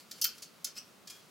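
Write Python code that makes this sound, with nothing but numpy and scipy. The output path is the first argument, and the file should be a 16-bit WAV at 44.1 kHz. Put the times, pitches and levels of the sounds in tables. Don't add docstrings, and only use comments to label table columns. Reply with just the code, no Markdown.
import sys
import numpy as np
from scipy import signal
from scipy.fft import rfft, irfft, next_fast_len
from scipy.io import wavfile

SR = 44100
rng = np.random.default_rng(int(sys.argv[2]) if len(sys.argv) > 2 else 0)


def dump_mix(stems):
    frames = np.atleast_2d(stems).T
    limited = np.clip(frames, -1, 1)
    pcm = np.round(limited * 32767).astype(np.int16)
    wavfile.write(sys.argv[1], SR, pcm)


N = 57330
TIME = np.arange(N) / SR

# f/Hz, level/dB
HANGER_SPECTRUM = [(40, -66), (200, -34), (750, -39), (1050, -21.5), (1380, -13), (1750, -16.5),
                   (2700, -7.5), (3800, -5), (4500, 3.5), (5900, 0), (7100, 0), (8500, -4), (10000, -2.5),
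                   (11300, -1.5), (12300, -3.5), (15500, -4)]


def from_db(db):
    return 10 ** (np.asarray(db) / 20)


def unit_rms(x):
    return x / np.sqrt(np.mean(x ** 2) + 1e-20)


def at_hz(points, hz):
    f_hz, value = np.transpose(points)
    return np.interp(np.log(hz + 1e-9), np.log(f_hz), value)


def in_time(rows):
    t_s, *columns = np.transpose(rows)
    return [np.interp(TIME, t_s, column) for column in columns]


def coloured(x, spectrum, bass_db=0, treble_db=0, bass_hz=3200, treble_hz=9130):
    size = 2 * next_fast_len(len(x))
    hz = np.arange(size // 2 + 1) * SR / size
    bass_shelf = 1 / (1 + (hz / bass_hz) ** 4)
    treble_shelf = 1 - 1 / (1 + (hz / treble_hz) ** 6)
    gain_db = at_hz(spectrum, hz) + bass_db * bass_shelf + treble_db * treble_shelf
    cepstrum = irfft(np.log(from_db(gain_db)))
    cepstrum[1:size // 2] *= 2
    cepstrum[size // 2 + 1:] = 0
    return irfft(rfft(x, size) * np.exp(rfft(cepstrum)))[:len(x)]


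def low_pass(x, hz, order=2):
    return signal.sosfilt(signal.butter(order, hz, fs=SR, output="sos"), x)


def stereo(mid, side):
    return np.array([mid + side, mid - side])


def struck(modes, times_s, levels_db, split=0, count=1):
    out, t = np.zeros(N + SR), TIME[:SR // 3]
    for start_s, blow_db in zip(times_s, levels_db):
        start = int(start_s * SR)
        for hz, mode_db, t60_s in modes:
            partials_hz = hz * (1 + split * rng.standard_normal((count, 1)))
            phase = 2 * np.pi * (partials_hz * t + rng.random((count, 1)))
            ring = np.sin(phase).sum(axis=0) / np.sqrt(count)
            out[start:start + len(t)] += from_db(blow_db + mode_db - 60 * t / t60_s) * ring
    return out[:N]


def hush(mid_db=-60.5, side_db=-5):
    # f/Hz, level/dB
    spectrum = [(25, -38), (45, -37), (75, -12.5), (125, -5), (170, 1.5), (235, 2), (290, -2), (600, -4),
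                (850, -8), (1300, -5), (1700, -11), (3000, -11.5), (5000, -14), (8000, -17.5),
                (15000, -21.5)]
    mid, side = (unit_rms(coloured(rng.standard_normal(N), spectrum)) for _ in range(2))
    return from_db(mid_db) * stereo(mid, from_db(side_db) * low_pass(side, hz=5340))


def friction(grain_db=3, grain_samples=32):
    noise = rng.standard_normal(N)
    grains = np.repeat(rng.standard_normal(N // grain_samples + 1), grain_samples)[:N]
    slips = noise * from_db(grain_db * grains)
    return unit_rms(coloured(slips, HANGER_SPECTRUM, bass_db=12.5, treble_db=-2.5))


def brushing():
    # t/s, level/dB
    swells = [(0, -56), (.05, -72), (.11, -66), (.19, -56), (.23, -72), (.36, -60.5), (.5, -70.5),
              (.7, -71.5), (.92, -70), (1.02, -100), (1.14, -58.5), (1.21, -65.5), (1.3, -71)]
    level_db, = in_time(swells)
    return from_db(level_db) * friction()


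def clacks(tick_db=4.5, rail_db=-11.5):
    # t/s, level/dB, chatter decay/s, bass/dB, treble/dB, rail ring/dB, zing/dB
    contacts = [(0.1125, -35, 0.0036, 4.5, -6.5, -2, -22), (0.1156, -30.5, 0.0031, 5.5, -10, -4, -20),
                (0.2142, -29.5, 0.0026, -5, 9, -8, 4), (0.2166, -19.5, 0.0042, -12, -8, 0.5, -7),
                (0.2197, -18.5, 0.0041, -15, -16, 5.5, -6), (0.2264, -35, 0.0062, -19, -7, -11, 7),
                (0.2405, -29.5, 0.0026, -22, -12, 14, -6), (0.2424, -18.5, 0.0035, 2.5, 1.5, -1, 2.5),
                (0.2470, -29.5, 0.0054, -1.5, -17, -2, 11), (0.2525, -21, 0.0022, 11.5, -41, 1.5, -5),
                (0.38, -44, 0.0072, 6.5, -5.5, -12, -18), (0.4212, -40.5, 0.005, -8, -6, -3, -15),
                (0.424, -34, 0.01, -1, -9, 0, -17), (0.6447, -25, 0.0017, -12, 2.5, -22, -25),
                (0.6467, -21.5, 0.0043, -6, -7, -3, -27), (0.6683, -40, 0.011, 11, -10, 4.5, -15),
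                (1.0732, -38, 0.012, -2, -12, -12, -25), (1.077, -41, .004, -12, -19, -7, -20),
                (1.0987, -40, 0.011, -2, -7.5, -2, -11), (1.102, -42.5, .014, 6, -5.5, -12, -20)]
    # f/Hz, level/dB, t60/s
    rail_modes = [(2751, -23, 0.1), (3118, -19, 0.13), (4370, -17, 0.16), (4610, -14.5, 0.14),
                  (5247, -10, 0.14), (5890, -14, .11), (5998, -8, 0.082), (6160, -24.5, .11),
                  (7160, -16.5, .11), (11270, -15.5, 0.087)]
    # f/Hz, level/dB, t60/s
    zing_modes = [(13760, -12, 0.061), (13680, -7.5, .04)]
    hits, t = np.zeros(N), TIME[:SR // 10]
    for start_s, hit_db, chatter_s, bass_db, treble_db, _, _ in contacts:
        force = rng.standard_normal(len(t)) * np.exp(-t / chatter_s)
        force[0] = from_db(tick_db)
        start = int(start_s * SR)
        hits[start:start + len(t)] += from_db(hit_db) * coloured(force, HANGER_SPECTRUM, bass_db, treble_db)
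    times_s, levels_db, *_, ring_db, zing_db = np.transpose(contacts)
    split = 0.0148
    rail = struck(rail_modes, times_s, levels_db + ring_db + rail_db, split, count=3)
    zing = struck(zing_modes, times_s, levels_db + zing_db, split, count=6)
    return hits + rail + zing


def rack_thud(start_s=0.243, level_db=-72.5, t60_s=0.94):
    # f/Hz, level/dB
    spectrum = [(30, -38), (70, -3), (130, -2.5), (300, -25), (900, -54)]
    age_s = TIME - start_s
    envelope = (age_s > 0) * from_db(level_db - 60 * abs(age_s) / t60_s)
    return envelope * unit_rms(coloured(rng.standard_normal(N), spectrum))


def squeak(waver_depth=0.0324):
    # t/s, tone/dB, slip rate/Hz, scrape/dB
    stick_slip = [(.752, -60, 2530, -66), (.762, -57, 2660, -55), (.767, -51, 2520, -47.5),
                  (.772, -55, 2680, -52), (.776, -46, 2450, -46), (.785, -40, 2800, -50),
                  (.791, -48, 2970, -54.5), (.798, -72, 2760, -75)]
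    harmonics_db = [-8, 3.5, -9.5, -30, -16]
    # f/Hz, level/dB, t60/s
    ring_modes = [(5200, -63, .25), (5400, -61, .25), (5510, -61, .2), (5730, -62, .2)]
    tone_db, slip_hz, scrape_db = in_time(stick_slip)
    waver = unit_rms(low_pass(rng.standard_normal(N), hz=600))
    phase = 2 * np.pi * np.cumsum(slip_hz * (1 + waver_depth * waver)) / SR
    tone = unit_rms(sum(from_db(db) * np.sin(k * phase) for k, db in enumerate(harmonics_db, 1)))
    sliding = (TIME > stick_slip[0][0]) & (TIME < stick_slip[-1][0])
    slide = sliding * (from_db(tone_db) * tone + from_db(scrape_db) * friction())
    rail_response = struck(ring_modes, times_s=[0], levels_db=[0])
    return slide + signal.fftconvolve(slide, rail_response)[:N]


def lifted_hook():
    # t/s, level/dB
    touches = [(1.0757, -60), (1.1005, -57.5)]
    # f/Hz, level/dB, t60/s
    ring_modes = [(1695, -3, 0.13), (2430, -6, 0.22), (3286, 3.5, 0.2), (3330, 1, 0.37), (4700, -7, .22),
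                  (5077, -4.5, .25), (5100, 3, 0.18), (7104, 4, 0.11)]
    return struck(ring_modes, *np.transpose(touches))


def bedroom(x, early_db=-9, tail_db=-6.5, side_db=-6, early_s=0.009, onset_s=0.0018):
    # f/Hz, t60/s
    decay = [(500, 0.33), (2600, 0.3), (5000, 0.2), (8000, 0.18), (14000, 0.13)]
    t, edges_hz = TIME[:SR // 2], np.geomspace(200, 18000, num=11)
    white, tail = rng.standard_normal((2, 2, len(t))), 0
    for k, band_hz in enumerate(zip(edges_hz, edges_hz[1:])):
        noise = signal.sosfilt(signal.butter(2, band_hz, "band", fs=SR, output="sos"), white[k % 2])
        t60_s = at_hz(decay, np.sqrt(np.prod(band_hz)))
        tail = tail + noise * from_db(-60 * t / t60_s)
    sparse_taps = rng.standard_normal((2, len(t))) * (rng.random((2, len(t))) < 0.05)
    early = sparse_taps * np.exp(-t / early_s)
    onset = 1 - np.exp(-(t / onset_s) ** 2)
    echoes = from_db(tail_db) * unit_rms(tail * onset) + from_db(early_db) * unit_rms(early * onset)
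    mid, side = (signal.fftconvolve(x, echo)[:N] for echo in echoes / np.sqrt(len(t)))
    return stereo(x + mid, from_db(side_db) * low_pass(side, hz=8800, order=4))


def scene():
    return hush() + bedroom(brushing() + clacks() + rack_thud() + squeak() + lifted_hook())


def record(dry):
    cutoff_hz = 15900
    return signal.sosfilt(signal.ellip(12, 0.1, 80, cutoff_hz, fs=SR, output="sos"), dry)


dry = scene()
out = record(dry)
dump_mix(out)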